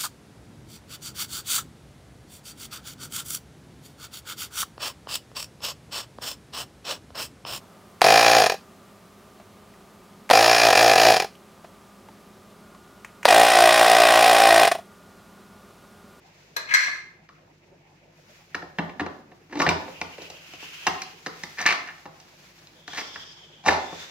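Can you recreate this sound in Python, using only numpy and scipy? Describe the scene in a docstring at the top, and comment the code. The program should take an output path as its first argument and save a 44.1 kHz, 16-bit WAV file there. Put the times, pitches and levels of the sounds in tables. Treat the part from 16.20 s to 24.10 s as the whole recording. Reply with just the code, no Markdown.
"""A metal lid clatters as it is picked up, then knocks, scrapes and twists onto a pressure cooker.
Every touch makes the metal ring briefly; a scrape is many tiny touches close together.
Steam from the hot stew hisses, and at times whistles, through the gap under the rim.
The small tiled kitchen echoes the metal, over a faint rumble, a low drone and an electric hum."""
import sys
import numpy as np
from scipy import signal
from scipy.io import wavfile
from scipy.ndimage import uniform_filter1d

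SR = 44100
rng = np.random.default_rng(int(sys.argv[2]) if len(sys.argv) > 2 else 0)


def store_wav(level_fs):
    """Save 16-bit WAV to argv[1]."""
    pcm = np.round(np.clip(np.atleast_2d(level_fs), -1, 1) * 32767)
    wavfile.write(sys.argv[1], SR, pcm.T.astype(np.int16))


N = 348390
BAND_EDGES_HZ = 30 * 2 ** np.arange(0, 9.2, .5)   # half an octave apart


# Knocks and clinks on counter and pot, with a few faint bright ticks:
# t/s, level/dB, bass/dB, treble/dB, favoured f/Hz
COOKER_KNOCKS = [(0.679, -25, -15, -11, 1090), (1.089, -36, -14, -11, 1140), (2.346, -16, -7.5, -9.5, 1640),
                 (2.423, -34.5, 7, -12, 1780), (2.585, -12, -3, -22, 1800), (2.592, -21, 0.5, -24, 170),
                 (2.694, -31.5, 2, -17, 2420), (2.796, -15, -4, -18.5, 1760), (2.806, -22, 4, -11, 292),
                 (2.862, -24, 0, -13, 1180), (3.116, -38.5, -0.5, -18, 291), (3.326, -31, -8, -21.5, 1750),
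                 (3.399, -4.5, -8, -15.5, 292), (3.417, -7.5, -6.5, -9.5, 1070),
                 (3.465, -7.5, -3, -16, 1780), (3.476, -17, 1.5, -17, 169), (3.489, -7, -10.5, -4, 2230),
                 (3.51, -16.5, -7, -22, 880), (3.678, -28.5, -2.5, -22, 556),
                 (3.813, -19.5, -2.5, -4.5, 2210), (3.981, -30.5, -2, -15, 480),
                 (4.018, -40.5, 9, 10.5, 3640), (4.1, -37.5, 2, 9.5, 2980), (4.335, -34.5, -6.5, -1, 2890),
                 (4.425, -33, -5, -6, 2565), (4.667, -11, -12, 1, 870), (4.669, -9, -14, -14, 1770),
                 (4.672, -11.5, -9, -22, 2730), (4.819, -24, -21, 4, 2300), (5.062, -18, -7, -3.5, 1725),
                 (5.235, -24.5, -6.5, 2.5, 1930), (5.412, -31, -7, 13.5, 1710),
                 (5.455, -15, -10, -21, 2308), (5.462, -6, -36, -1.5, 1859), (5.472, -6.5, -30, -14, 2300),
                 (5.487, -12, -16, -8, 2380), (5.496, -17, -27, -10, 2380), (5.505, -10, -19, -9, 2080),
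                 (5.523, -11.5, -23, -8, 1760), (5.673, -33, -17, -2, 1400), (5.78, -40, -8, -19, 2000),
                 (5.855, -28.5, 0, -11.5, 918), (6.0, -45.5, -20, 8.5, 3000), (6.387, -51.5, -10, 5, 3970),
                 (6.47, -47.5, -16, 2, 3980), (6.678, -29.5, -7, -2, 1660), (6.732, -27.5, -9, -2, 1780),
                 (6.774, -22.5, -24, -3, 2120), (6.781, -20, -12, -14, 2200), (6.81, -28, -6, -2, 2000),
                 (6.958, -25.5, -12.5, -20, 1699), (7.461, -12.5, -13, -10, 788), (7.472, -18, 0, -17, 526),
                 (7.481, -7, -2.5, -5, 2200), (7.487, -7, -11, -16, 1749), (7.724, -32.5, 6.5, -10, 1123),
                 (7.825, -34, -8, -7, 1980)]
# The lid dragged over the pot:
# full strength at t/s, rise/s, hold/s, fall/s, level/dB, bass/dB, treble/dB, favoured f/Hz
COOKER_DRAGS = [(3.335, 0.04, .04, .04, -20, -3.5, -12, 290), (3.4, 0.03, 0.03, .04, -18.5, 0, 2, 288),
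                (3.47, .03, 0.041, 0.049, -23.5, 1, -15, 170),
                (5.39, 0.023, 0.028, 0.044, -14.5, -15, -6.5, 1908),
                (5.475, .025, 0.041, 0.103, -13.5, -19, -9.5, 2260),
                (5.68, .02, 0.01697, .03, -24.5, -17, -21, 1880),
                (6.765, 0.06, 0.041, 0.025, -23, -13, 2.5, 1881),
                (7.47, 0.032, 0.012, 0.13, -8.5, -8.5, -5.5, 798)]
# The cooker's modes (tones it rings at; wider ones die sooner): f/Hz, width/Hz, level/dB
COOKER_MODES = [(84.9, 7, -19), (170.3, 23.5, -9), (210.4, 11, -18.5), (296.9, 18, -8), (357.4, 14.5, -12),
                (477, 20, -12), (525, 28, -13.5), (619, 52, -7.5), (723, 47, -3), (865, 94, -5),
                (1056, 25, -16.5), (1146, 39, -14), (1480, 105, -10), (1772, 108, -4), (2080, 164, -5),
                (2347, 117, -7.5), (2730, 51, -12.5), (2915, 78, -13.5), (3717, 49, -14), (4070, 370, 3),
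                (4860, 57, -9), (5120, 210, -4.5), (5940, 450, 5.5), (7560, 470, -7)]
# Its countless weak modes, heard as one noisy blur: f/Hz, level/dB
COOKER_BLUR = [(60, -51), (150, -6), (400, 4), (900, 3), (1900, -20.5), (3300, -13.5), (5000, -8),
               (7000, -33), (9500, -34), (13000, -23.5), (15500, -36)]

def lid_on_cooker():
    """The lid is knocked and twisted into place, and the cooker rings. Gives ring and blur."""
    touches = np.vstack([bounces(COOKER_KNOCKS, fall_db=6),
                         scrapes(COOKER_DRAGS, uneven_db=3.5, trim_db=-13.5)])
    return metal(touches, COOKER_MODES, COOKER_BLUR, size=N, ring_db=-9, blur_db=18, smear_s=.0025)


# Knocks as the lid leaves the counter: t/s, level/dB, bass/dB, treble/dB, favoured f/Hz
LID_KNOCKS = [(0.364, -16, 25.5, 2.5, 11700), (0.538, -11.5, -3, 11, 1644), (0.545, -7, -18, 5.5, 2050),
              (0.552, -29.5, -10, -1, 2045), (0.567, -23, -3.5, -1, 1710)]
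# The lid dragged as it is lifted:
# full strength at t/s, rise/s, hold/s, fall/s, level/dB, bass/dB, treble/dB, favoured f/Hz
LID_DRAGS = [(.504, .035, .012, .03, -17.5, -8.5, -6.5, 2150),
             (.585, .07, 0.032, 0.19, -21.5, -20.5, 3, 2080)]
# The tones the loose lid rings at: f/Hz, width/Hz, level/dB
LID_MODES = [(1045, 27, -11), (1245, 63, -6), (1702, 41, 4.5), (2033, 38, -2.5), (2390, 43, -4.5),
             (3500, 46, -13.5), (4278, 49, -1.5), (5100, 140, -6), (6010, 60, -3.5), (7640, 92, -9.5),
             (8340, 81, -19.5), (11790, 190, -13.5), (14100, 100, -22.5)]
# The noisy blur of its weak modes: f/Hz, level/dB
LID_BLUR = [(180, -48.5), (400, -32), (850, -20), (2070, -3.5), (3280, -18), (4300, -9), (6150, -19.5),
            (8500, -27.5), (9500, -44.5), (12000, -27), (15500, -43.5)]

def lid_picked_up():
    """The thin dome clatters; each tone is six close neighbours that beat. 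Gives ring and blur."""
    touches = np.vstack([bounces(LID_KNOCKS, fall_db=19.5),
                         scrapes(LID_DRAGS, uneven_db=-3, trim_db=-4)])
    modes = np.repeat(np.array(LID_MODES, float), 6, axis=0)
    modes[:, 0] *= 1 + .045 * rng.standard_normal(len(modes))
    return metal(touches, modes, LID_BLUR, size=2 * SR, ring_db=-20.5, blur_db=18.5, smear_s=.0044)


def bounces(knocks, fall_db, count=3, spread_s=.006):
    """Each knock is a first touch and quick rebounds: the later, the weaker."""
    touches = np.repeat(np.array(knocks, float), count, axis=0)
    lateness = rng.random((len(knocks), count))
    lateness[:, 0] = 0
    touches[:, 0] += spread_s * lateness.ravel()
    touches[:, 1] -= fall_db * lateness.ravel()
    return touches


def scrapes(drags, uneven_db, trim_db, touches_per_s=600, slots_per_s=2000, edge_db=-22):
    """A dragged rim catches and slips at random: many small touches that swell, hold and fade."""
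    touches = []
    for full_s, rise, hold, fall, db, *tone in drags:
        corners_s = [full_s - rise, full_s, full_s + hold, full_s + hold + fall]
        times = np.arange(corners_s[0], corners_s[-1], 1 / slots_per_s)
        chance, grip = rng.random((2, len(times)))
        level_db = db + np.interp(times, corners_s, [edge_db, 0, 0, edge_db])
        level_db += trim_db - uneven_db * np.log(grip + .03)
        slots = np.column_stack([times, level_db, np.tile(tone, (len(times), 1))])
        touches.append(slots[chance < touches_per_s / slots_per_s])
    return np.vstack(touches)


def metal(touches, modes, blur, size, ring_db, blur_db, smear_s):
    """Struck metal gives a clear ring and a noisy blur, with the deepest bass taken away."""
    ring = ringing(touches, modes, size, ring_db, smear_s)
    noise = blurring(touches, blur, size, blur_db, smear_s)
    return np.pad(filtered([ring, noise], 75, "high"), ((0, 0), (0, N - size)))


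def ringing(touches, modes, size, ring_db, smear_s):
    """A blow runs round the rim, so the modes start one after another, each with its own strength."""
    ring = 0
    for hz, width_hz, mode_db in modes:
        force, delay, side = rng.random((3, len(touches)))
        level_db = touch_db(touches, hz, favour_db=12, octaves=.2) + mode_db + ring_db
        strength = from_db(level_db + 8 * (force - .5))
        starts = ((touches[:, 0] + smear_s * delay) * SR).astype(int)
        direction = 1 if hz < 400 else np.sign(side - .5)   # low modes are always pushed the same way
        tone = resonate(np.bincount(starts, strength * direction, size), hz, width_hz)
        # the contact lasts a moment, so there is no sharp click far above the pitch
        ring = ring + filtered(tone, min(2 * hz, .45 * SR))
    return ring


def blurring(touches, blur, size, blur_db, smear_s):
    """Modes too many to tell apart sound like a short burst of noise at every touch."""
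    white = rng.standard_normal((2, size))
    decay = np.exp(-1 / (smear_s * SR))
    starts = (touches[:, 0] * SR).astype(int)
    bursts = 0
    for k, (low, high) in enumerate(zip(BAND_EDGES_HZ[2:], BAND_EDGES_HZ[3:])):
        hz = np.sqrt(low * high)
        strength = from_db(touch_db(touches, hz, favour_db=8, octaves=.33) + at_hz(blur, hz) + blur_db)
        energy = np.bincount(starts, strength ** 2, size) + 1e-30
        power = signal.lfilter([1 - decay], [1, -decay], energy)
        bursts = bursts + filtered(np.sqrt(power) * white[k % 2], [low, high], "band")
    return bursts


def touch_db(touches, hz, favour_db, octaves):
    """How hard each touch drives this pitch; the spot it lands on favours tones near one pitch."""
    _, level_db, bass_db, treble_db, favoured_hz = touches.T
    bass = np.clip(np.log2(1100 / hz), 0, 1)
    treble = np.clip(np.log2(hz / 2600), 0, 1)
    closeness = np.exp(-(np.log2(hz / favoured_hz) / octaves) ** 2)
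    return level_db + bass * bass_db + treble * treble_db + favour_db * closeness


# How loud the steam is: t/s, level/dB
STEAM_LEVELS = [(0, -61), (.34, -60), (1.15, -68), (1.85, -66.5), (2.1, -58.5), (2.35, -59), (3.27, -65.5),
                (3.6, -51.5), (4.62, -46), (5.0, -53.5), (5.32, -46.5), (5.9, -58.5), (6.3, -54),
                (6.66, -59.5), (6.69, -48), (6.8, -46), (7.0, -49), (7.2, -55), (7.43, -60.5),
                (7.65, -45.5), (7.8, -42.5), (7.9, -48)]
# The tone colour of the hiss: f/Hz, level/dB
HISS_COLOUR = [(530, -43), (900, -13), (1030, -7), (1120, 2), (1680, 6), (2860, 6.5), (4010, -3.5),
               (5400, 11), (7200, -2), (9000, -32), (11700, -61.5), (19800, -120)]
# Its sharp top with the pot open, lid loose, gap squeezed, lid seated: from t/s, level over hiss/dB
HISS_TOP_STAGES = [(0, -13.5), (1.949, -11), (6.669, -16), (7.05, -17)]

def steam():
    """Steam hisses through the gap under the rim, sputtering a little; the lid sets how sharp it is."""
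    t = np.arange(N) / SR
    hiss = diffuse(N, lambda hz: from_db(at_hz(HISS_COLOUR, hz)), above_hz=900)
    hiss = filtered(rms_one(hiss), 6610, order=4)
    stage_s, stage_db = np.transpose(HISS_TOP_STAGES)
    stepped_db = stage_db[stage_s.searchsorted(t, "right") - 1]
    top_db = uniform_filter1d(stepped_db, size=SR // 20, mode="nearest")
    top = rms_one(filtered(rng.standard_normal((2, N)), 8500, "high", order=4))
    level_db = np.interp(t, *np.transpose(STEAM_LEVELS))
    sputter_db = 1.5 * drift(9)
    return from_db(level_db + sputter_db) * (hiss + whistles() + from_db(top_db) * top)


# Whistles in the gap:
# start t/s, end t/s, start f/Hz, end f/Hz, width/Hz, start level/dB, end level/dB (both over the hiss)
GAP_WHISTLES = [(3.65, 4.995, 2670, 2840, 370, -0.5, 1), (6.58, 7.5, 3420, 3200, 230, 1, 3),
                (6.75, 7.25, 5200, 5130, 520, -1.5, 1), (7.4, 8, 3400, 3650, 120, -4, -6.5)]

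def whistles(fade_s=.23, waver_db=1.5):
    """Now and then the gap whistles: narrow noise on a gliding pitch, wavering in loudness."""
    t = np.arange(N) / SR
    sound = 0
    for start, end, start_hz, end_hz, width_hz, start_db, end_db in GAP_WHISTLES:
        flutter = filtered(rng.standard_normal((2, 2, N)), width_hz)
        pitch_hz = np.interp(t, [start, end], [start_hz, end_hz])
        phase = 2 * np.pi * np.cumsum(pitch_hz) / SR
        tone = rms_one(flutter[0] * np.cos(phase) + flutter[1] * np.sin(phase))
        fade = np.clip(np.minimum(t - start, end - t) / fade_s + .5, 0, 1)
        level_db = np.interp(t, [start, end], [start_db, end_db]) + waver_db * drift(16)
        sound = sound + from_db(level_db) * fade * tone
    return sound


# How long the kitchen echoes: f/Hz, t/s taken to fade by 60 dB
ECHO_TIMES = [(100, 0.67), (500, 0.54), (2000, 0.52), (6000, 0.41), (12000, 0.13)]

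def kitchen_echo(x, onset_s=.00075):
    """The tiled room answers with a smooth echo whose high notes die first."""
    t = np.arange(SR) / SR
    tail = diffuse(SR, lambda hz: from_db(-60 * t / at_hz(ECHO_TIMES, hz)))
    tail *= np.clip(t / onset_s, 0, 1)
    tail /= np.sqrt(np.sum(tail ** 2) / 2)
    return signal.fftconvolve(x[None], tail, axes=1)[:, :N]


# The tone colour of room rumble and simmering stew: f/Hz, level/dB
RUMBLE_COLOUR = [(25, -19), (70, -19), (130, -12), (230, -12), (350, -10.5), (800, -12), (1300, -25.5),
                 (2200, -16), (5900, -69.5), (9800, -49), (15500, -53.5)]

def room_rumble():
    """Room and stew make a faint, patchy noise: each band swells and sinks on its own."""
    rumble = diffuse(N, lambda hz: from_db(at_hz(RUMBLE_COLOUR, hz) + 4 * drift(12)))
    return from_db(-59) * rms_one(rumble)


def low_drone():
    """A rough low drone, like a gas flame: noise narrowed to one pitch."""
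    drone = rng.standard_normal(N)
    for _ in range(2):
        drone = resonate(drone, hz=158.1, width_hz=48)
    return from_db(-64.5) * rms_one(drone)


# The tones of the electric hum: f/Hz, level/dB
HUM_TONES = [(50, -73.5), (100, -71), (150, -69), (350, -70.5)]

def mains_hum():
    """Mains power hums on a few pure tones that waver slightly in loudness."""
    t = np.arange(N) / SR
    return sum(np.sqrt(2) * from_db(db + .4 * drift(3.1)) * np.sin(2 * np.pi * hz * t)
               for hz, db in HUM_TONES)


# How alike left and right are for sound from all around: f/Hz, likeness (1 = the same)
STEREO_LIKENESS = [(100, 0.93), (400, 0.67), (1200, 0.048), (4000, 0.02)]

def diffuse(size, gain_at, above_hz=0):
    """Noise from all around, built band by band; gain_at(hz) sets how strong each band is."""
    edges = BAND_EDGES_HZ[BAND_EDGES_HZ >= above_hz]
    white = rng.standard_normal((2, 2, size))
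    noise = 0
    for k, (low, high) in enumerate(zip(edges, edges[1:])):
        shared, opposed = filtered(white[k % 2], [low, high], "band")
        hz = np.sqrt(low * high)
        alike = np.clip(at_hz(STEREO_LIKENESS, hz), 0, 1)
        stereo = np.sqrt(1 + alike) * shared + np.sqrt(1 - alike) * opposed * [[1], [-1]]
        noise = noise + gain_at(hz) * stereo
    return noise


def placed(x, left_lag_us, pan_db):
    """A near sound reaches one microphone a little earlier; pan_db makes the left side louder."""
    n = np.arange(N)
    shift = left_lag_us * 1e-6 * SR / 2
    pair = np.array([np.interp(n - shift, n, x), np.interp(n + shift, n, x)])
    return pair * from_db([[pan_db / 2], [-pan_db / 2]])


def resonate(x, hz, width_hz):
    """One mode: each click going in starts a dying wave at this pitch."""
    decay, angle = np.exp(-np.pi * width_hz / SR), 2 * np.pi * hz / SR
    return signal.lfilter([.5, 0, -.5], [1, -2 * decay * np.cos(angle), decay ** 2], x + 1e-18)


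def drift(rate_hz, step=40, warm_up=2000):
    """A slow random wander, about 1 in size."""
    decay = np.exp(-2 * np.pi * rate_hz * step / SR)
    white = rng.standard_normal(N // step + warm_up + 2)
    slow = signal.lfilter([1], [1, -2 * decay, decay ** 2], white)[warm_up:]
    return np.interp(np.arange(N) / step, np.arange(len(slow)), rms_one(slow))


def filtered(x, hz, keep="low", order=2):
    """Keep what is below hz ("low"), above it ("high") or between two pitches ("band")."""
    return signal.sosfilt(signal.butter(order, hz, keep, fs=SR, output="sos"), x)


def at_hz(table, hz):
    """Read between the rows of a table, with every octave equally wide."""
    pitches, values = np.transpose(table)
    return np.interp(np.log(hz), np.log(pitches), values)


def from_db(db):
    """Turn decibels into a number to multiply by."""
    return 10 ** (np.asarray(db) / 20)


def rms_one(x):
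    """Scale a sound so its average power is 1."""
    return x / np.sqrt(np.mean(x ** 2) + 1e-20)


def scene():
    """The loose lid to the left, the cooker in front, then echo, steam and background."""
    lid, cooker = lid_picked_up(), lid_on_cooker()
    near = placed(sum(lid), left_lag_us=-330, pan_db=6.5)
    near += placed(sum(cooker), left_lag_us=54, pan_db=.9)
    # the clear ring beams towards the listener, so more blur than ring spreads round the room
    into_room = from_db([-4, -1.5]) @ lid + from_db([-11, 1.5]) @ cooker
    return near + kitchen_echo(into_room) + steam() + room_rumble() + low_drone() + mains_hum()


def record(dry):
    """The microphones lose the deepest bass, round off loud peaks and cut the highest treble."""
    thinned = filtered(dry, 30, "high")
    rounded = .95 * np.tanh(thinned / .95)
    return signal.sosfilt(signal.cheby2(14, 80, 16900, fs=SR, output="sos"), rounded)


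dry = scene()
out = record(dry)
store_wav(out)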